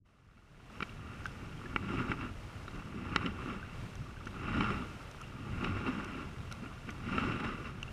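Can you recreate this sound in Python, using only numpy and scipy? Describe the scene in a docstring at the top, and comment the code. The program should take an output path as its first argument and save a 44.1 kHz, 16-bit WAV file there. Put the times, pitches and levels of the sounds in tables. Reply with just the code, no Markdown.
"""Sea kayak paddle, five alternating strokes, heard from a camera in a waterproof case.
Each pull tears the surface into small bubbles (splash) and drags air pockets under (gurgle).
Drops off the raised blade tap the case and deck or plink in the sea; fine spray ticks.
Light wind rumbles and ripples wash around the hull. The hollow case adds its resonances."""
import sys
import numpy as np
from scipy import signal
from scipy.fft import rfft, irfft, next_fast_len
from scipy.io import wavfile
from scipy.ndimage import map_coordinates

SR = 44100
rng = np.random.default_rng(int(sys.argv[2]) if len(sys.argv) > 2 else 0)


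def materialize(psi):
    """Save the field psi as 16-bit PCM at rate SR to the path in sys.argv[1].

    A 1-D psi becomes a single channel; in a 2-D psi each row is a channel.
    """
    bounded = np.clip(np.atleast_2d(psi).T, -1, 1)
    quanta = np.round(bounded * 32767).astype(np.int16)
    wavfile.write(sys.argv[1], SR, quanta)


N = 349272
T = np.arange(N) / SR

# case resonances: f/Hz, width/Hz, lift/dB
CASE_MODES = [(846, 56, 7), (1183, 283, 12), (1402, 167, 11), (2010, 66, 4), (2265, 64, 5.5),
              (2724, 233, 12), (3084, 200, 4.5), (3833, 130, 8), (4350, 120, 0.5), (5340, 300, 11.5),
              (7150, 240, 6.5), (9000, 340, 5.5)]
# breeze with lulls: t/s, level/dB
BREEZE_LEVELS = [(0.05, -67.5), (0.6, -57.5), (0.8, -49), (1.5, -47.5), (2.5, -49), (2.85, -45.5),
                 (3.7, -47), (4.85, -51), (5.1, -56), (5.4, -45.5), (6.55, -49.5), (7.92, -48)]
# soft thumps of air on the case: t/s, level/dB
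AIR_THUMPS = [(1.43, -42.5), (4.01, -39.5), (4.95, -46), (6.39, -42.5)]
# spray near the microphone: t/s, relative level/dB
SPRAY_TICKS = [(1.244, -55), (1.2633, -48), (3.954, -49.5), (4.257, -49), (4.273, -52), (5.1126, -50),
               (5.2138, -47), (6.045, -48), (6.515, -49), (6.524, -40.5), (6.905, -45.5), (7.829, -47)]
# bubbles trapped by drips: t/s, level/dB, f/Hz
DRIP_BUBBLES = [(1.259, -32, 1470), (1.576, -49, 3130), (1.6578, -37.5, 1680), (3.628, -36.5, 1500),
                (4.168, -44, 1500), (5.217, -38, 1303), (5.236, -41, 2700), (7.8796, -40.5, 2690)]
# drops on case and deck: t/s, level over 5 ms/dB, ring f/Hz, ring lift/dB, splatter/s, treble/dB
DROP_HITS = [(0.8048, -34.5, 1370, 0.5, 0.0021, -15), (0.8234, -31, 2410, 10, 0.017, -12),
             (0.828, -33, 2430, 11, .011, -5), (0.893, -48, 2760, 14, .006, -17),
             (1.256, -34, 1600, 20, .0022, -5), (1.7611, -24.5, 2370, 7, 0.00063, -20.5),
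             (2.116, -31, 2240, 5, 0.013, -18), (2.679, -40, 1400, -3, .012, -9),
             (3.161, -21.5, 1900, 8.5, 0.0023, -1.5), (3.261, -33, 2830, 7, 0.016, -9),
             (4.2685, -37.5, 1640, 10, 0.015, -18), (4.607, -28, 1390, 5, 0.011, -13),
             (4.6434, -39, 1370, -1, 0.0071, -10), (5.146, -49.5, 1580, 11, 0.0045, -16),
             (5.644, -31.5, 2700, 9, 0.011, -7), (6.512, -42.5, 1420, 11, 0.033, -4),
             (6.89, -39.5, 2130, 12, .014, -9), (7.1806, -25.5, 1350, 7, 0.0088, -19),
             (7.8285, -36.5, 2850, 22, 0.0053, -6)]
# water folding by the blade or slapping the hull: t/s, half length/s, splash/dB, gurgle/dB
WATER_SURGES = [(0.75, .04, -58.5, -59), (1.117, 0.086, -53.5, -54), (1.444, 0.061, -57, -56),
                (1.7, 0.071, -54, -46), (2.003, 0.016, -42.5, -41), (2.111, 0.023, -40.5, -35.5),
                (2.235, 0.041, -43, -40.5), (2.772, 0.032, -49.5, -47), (2.966, .03, -68, -40.5),
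                (3.253, 0.025, -41.5, -35.5), (3.481, 0.074, -44.5, -39.5), (3.68, 0.096, -53.5, -60),
                (5.652, 0.034, -41, -40), (5.777, .015, -41.5, -43), (5.872, 0.019, -38.5, -33),
                (5.997, 0.011, -44, -46), (6.086, .008, -45.5, -50), (6.185, 0.057, -47, -43),
                (6.645, 0.032, -50, -45.5), (6.897, 0.024, -50, -41.5), (7.404, 0.0037, -35.5, -46),
                (7.447, .008, -34.5, -33), (7.495, 0.041, -40.5, -42), (7.668, 0.029, -46.5, -60)]
# blade pulls: full force t/s, hold/s, splash/dB, gurgle/dB, 20 dB rise/s, 20 dB fall/s
BLADE_PULLS = [(1.92, 0.083, -40.5, -35.5, 0.21, 0.22), (3.12, 0.15, -45, -42.5, 0.41, 0.18),
               (4.548, 0.16, -37.5, -35.5, 0.27, 0.23), (5.68, 0.3, -44, -41, 0.49, 0.46),
               (7.14, .13, -38, -36, 0.18, 0.49)]
# source spectra: f/Hz, relative level/dB
WIND_SPECTRUM = [(10, -29), (25, 0), (60, -1), (105, 1), (150, -3), (250, -14.5), (600, -39), (2000, -96)]
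RIPPLE_SPECTRUM = [(100, -23), (400, 4), (800, -0.5), (1400, -3), (2700, -5), (4000, -13), (6000, -15.5),
                   (7500, -19.5), (9200, -21), (12000, -28.5), (15000, -32)]
TICK_SPECTRUM = [(300, -20), (1500, -0.5), (3500, -1), (5200, -6.5), (6200, 3.5), (7500, -13), (9000, -9),
                 (15000, -27)]
TAP_SPECTRUM = [(40, -11), (180, 8), (380, 4), (600, -10.5), (1100, -9.5), (1900, -2.5), (2600, -11.5),
                (3800, -5.5), (5300, -18), (7000, -26), (9500, -32), (15000, -51)]
GURGLE_SPECTRUM = [(40, -35.5), (110, -7.5), (150, -11), (190, -1), (250, -0.5), (320, -4), (375, -3.5),
                   (460, -14.5), (650, -27.5), (1500, -65.5)]
SPLASH_SPECTRUM = [(150, -33), (400, 6), (700, -5.5), (1100, -5), (1700, -2), (2500, 0), (3400, -7.5),
                   (4600, -14), (7000, -20.5), (10000, -26.5), (15000, -54)]


def amp(db):
    return 10 ** (np.asarray(db) / 20)


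def unit_rms(x):
    return x / np.sqrt(np.mean(x ** 2) + 1e-20)


def power_sum(*gains):
    return np.sqrt(sum(gain ** 2 for gain in gains))


def hump(at_s, half_s):
    return np.exp(-((T - at_s) / half_s) ** 2 / 2)


def bell(hz, centre_hz, width_hz):
    return 1 / (1 + (2 * (hz - centre_hz) / width_hz) ** 2)


def wobble(rate_hz):
    """Smooth random curve, rms near 1."""
    knots = rng.standard_normal(int(N * rate_hz / SR) + 4)
    return map_coordinates(knots, [T * rate_hz])


def spectrum_db(points, hz):
    """Interpolation on a log frequency axis."""
    knots_hz, knots_db = np.transpose(points)
    return np.interp(np.log(hz + 1), np.log(knots_hz + 1), knots_db)


def coloured(x, gain_db):
    """Minimum-phase filter: resonances ring after each blow."""
    size = 2 * next_fast_len(len(x) // 2 + 2048)
    hz = np.fft.rfftfreq(size, 1 / SR)
    cepstrum = irfft(np.log(amp(gain_db(hz)) + 1e-6), size)
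    cepstrum[1:size // 2] *= 2
    cepstrum[size // 2 + 1:] = 0
    return irfft(rfft(x, size) * np.exp(rfft(cepstrum)), size)[:len(x)]


def case_db(hz):
    """Summed lift of the case resonances."""
    return sum(db * bell(hz, centre_hz, width_hz) for centre_hz, width_hz, db in CASE_MODES)


def case_ring(t):
    """Impulse response of the case: neighbouring modes start opposed, so the ring builds briefly."""
    ring = 1.0 * (t == 0)
    for k, (hz, width_hz, db) in enumerate(CASE_MODES):
        gain = (-1) ** k * amp(db) * 2 * np.pi * width_hz / SR
        ring += gain * np.exp(-np.pi * width_hz * t) * np.cos(2 * np.pi * hz * t)
    return ring


def bubbles(count, centre_hz, log_spread, cycles, scatter_db, rise):
    """Cloud of bubbles at rms 1; each rises in pitch and decays 40 dB over `cycles`."""
    when, size = rng.random((2, count))
    hz = centre_hz * np.exp(log_spread * rng.standard_normal((count, 1)))
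    hz = np.clip(hz, centre_hz / 3, SR / 4)
    t = np.arange(int(2 * cycles / centre_hz * SR)) / SR
    age = t * hz / cycles
    strength = amp(-scatter_db * np.log(1 - .98 * size))[:, None]
    phase = 2 * np.pi * hz * t * (1 + rise * np.minimum(age, 1))
    rings = strength * amp(-40 * age) * np.sin(phase)
    index = (when * N).astype(int)[:, None] + np.arange(len(t))
    return unit_rms(np.bincount(index.ravel(), rings.ravel(), N)[:N])


def breeze_gain():
    return amp(np.interp(T, *np.transpose(BREEZE_LEVELS)))


def sea_fade_in_db():
    return np.interp(T, [.03, .06, .45, .85], [-53, -17, -12, 0])


def pull(at_s, hold_s, rise_s, fall_s):
    """Gain of one stroke: rise, hold, fall."""
    away = np.maximum(at_s - T, 0) / rise_s + np.maximum(T - at_s - hold_s, 0) / fall_s
    return amp(-20 * away)


def drag(stretch):
    """Gain of the water dragged by all strokes, rise and fall times stretched."""
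    return power_sum(*[amp(db) * pull(at_s, hold_s, stretch * rise_s, stretch * fall_s)
                       for at_s, hold_s, _, db, rise_s, fall_s in BLADE_PULLS])


def wind():
    """Light air buffets the case, harder as the boat lunges with each pull."""
    lunges = amp(-5) * drag(stretch=2.25)
    thumps = [amp(db) * hump(at_s, half_s=.016) for at_s, db in AIR_THUMPS]
    buffet = power_sum(breeze_gain(), lunges, *thumps)
    rumble = coloured(rng.standard_normal(N), lambda hz: spectrum_db(WIND_SPECTRUM, hz))
    return unit_rms(rumble) * buffet * amp(1.6 * wobble(rate_hz=8.9))


def ripples():
    """Steady wash of open water."""
    noise = rng.standard_normal(N)
    wash = coloured(noise, lambda hz: spectrum_db(RIPPLE_SPECTRUM, hz) + .16 * case_db(hz))
    return unit_rms(wash) * amp(-56 + sea_fade_in_db() + wobble(rate_hz=7.6))


def trickle():
    """Faint bubbles ring all around."""
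    cloud = bubbles(count=2200, centre_hz=2000, log_spread=.35, cycles=10, scatter_db=2.6, rise=.08)
    return unit_rms(coloured(cloud, case_db)) * amp(-59 + sea_fade_in_db())


def spray():
    """Tiny droplets burst in a few milliseconds of bright fizz."""
    out, t = np.zeros(N + SR), np.arange(SR // 20) / SR
    for at_s, db in SPRAY_TICKS:
        burst = rng.standard_normal(len(t)) * t * np.exp(-t / .0009)
        tick = coloured(burst, lambda hz: spectrum_db(TICK_SPECTRUM, hz) + .5 * case_db(hz))
        out[round(at_s * SR):][:len(t)] += amp(db + 7.5) * tick / np.abs(tick).max()
    return out[:N]


def plinks():
    """Drips off the blade each trap a bubble that rings, rising in pitch."""
    out, t = np.zeros(N + SR), np.arange(SR // 20) / SR
    attack_s, t60_s = .0006, .041
    envelope = (1 - np.exp(-t / attack_s)) * amp(-60 * t / t60_s)
    for at_s, db, hz in DRIP_BUBBLES:
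        chirp = np.sin(2 * np.pi * hz * t * (1 + 1.9 * t))
        out[round(at_s * SR):][:len(t)] += amp(db) * envelope * chirp
    return out[:N]


def drops():
    """Each drop: a sharp tap and brief splatter, rung by the case and the spot it hits."""
    out, t = np.zeros(N + SR), np.arange(SR // 10) / SR
    ring = case_ring(t)
    treble_hz, level_window_s = 3200.0, .005
    for at_s, db, ring_hz, ring_db, splatter_s, treble_db in DROP_HITS:
        def tap_db(hz):
            spot_db = ring_db * bell(hz, ring_hz, .3 * ring_hz)
            contact_db = treble_db * hz ** 10 / (hz ** 10 + treble_hz ** 10)  # soft landings are dull
            hollow_db = .21 * case_db(hz)  # a direct blow rings the case harder
            return spectrum_db(TAP_SPECTRUM, hz) + spot_db + contact_db + hollow_db

        blow = 18 * splatter_s * rng.standard_normal(len(t)) * amp(-35 * t / splatter_s)
        blow[0] = 1  # impact ahead of the splatter
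        tap = coloured(signal.fftconvolve(blow, ring)[:len(t)], tap_db)
        rms = np.sqrt(np.sum(tap ** 2) / (level_window_s * SR))
        out[round(at_s * SR):][:len(t)] += amp(db) * tap / rms
    return out[:N]


def splash():
    """Blade and surges tear the surface into small bubbles."""
    pulls = [amp(db) * pull(at_s, hold_s, rise_s, fall_s)
             for at_s, hold_s, db, _, rise_s, fall_s in BLADE_PULLS]
    surges = [amp(db) * hump(at_s, half_s) for at_s, half_s, db, _ in WATER_SURGES]
    froth = bubbles(count=18000, centre_hz=1800, log_spread=.5, cycles=6, scatter_db=3, rise=.1)
    froth += 1.09 * rng.standard_normal(N)
    froth = coloured(froth, lambda hz: spectrum_db(SPLASH_SPECTRUM, hz) + case_db(hz))
    return unit_rms(froth) * power_sum(*pulls, *surges)


def gurgle():
    """Big air pockets, dragged under, start sooner and last longer than the splash."""
    hull_lapping = amp(-7.5) * breeze_gain()
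    surges = [amp(db) * hump(at_s, half_s) for at_s, half_s, _, db in WATER_SURGES]
    pockets = bubbles(count=1500, centre_hz=252, log_spread=.425, cycles=9.5, scatter_db=1.5, rise=.22)
    pockets += 4 * rng.standard_normal(N)
    pockets = coloured(pockets, lambda hz: spectrum_db(GURGLE_SPECTRUM, hz))
    return unit_rms(pockets) * power_sum(drag(stretch=1.09), hull_lapping, *surges)


def paddle():
    """Splash and gurgle fluctuate together as the water folds over."""
    slosh = wobble(rate_hz=55)
    return splash() * amp(1.06 * slosh - 1) + gurgle() * amp(.7 * slosh - 1.77)


def scene():
    """Mono mix of paddle, drips, water and wind."""
    return (paddle() + drops() + plinks() + trickle() + spray() + ripples() + wind())[None]


def record(dry):
    """Camera band limit: brick-wall low-pass."""
    size, top_hz = next_fast_len(N + SR // 2), 15350
    passband = np.fft.rfftfreq(size, 1 / SR) < top_hz
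    return irfft(rfft(dry, size) * passband, size)[:, :N]


dry = scene()
out = record(dry)
materialize(out)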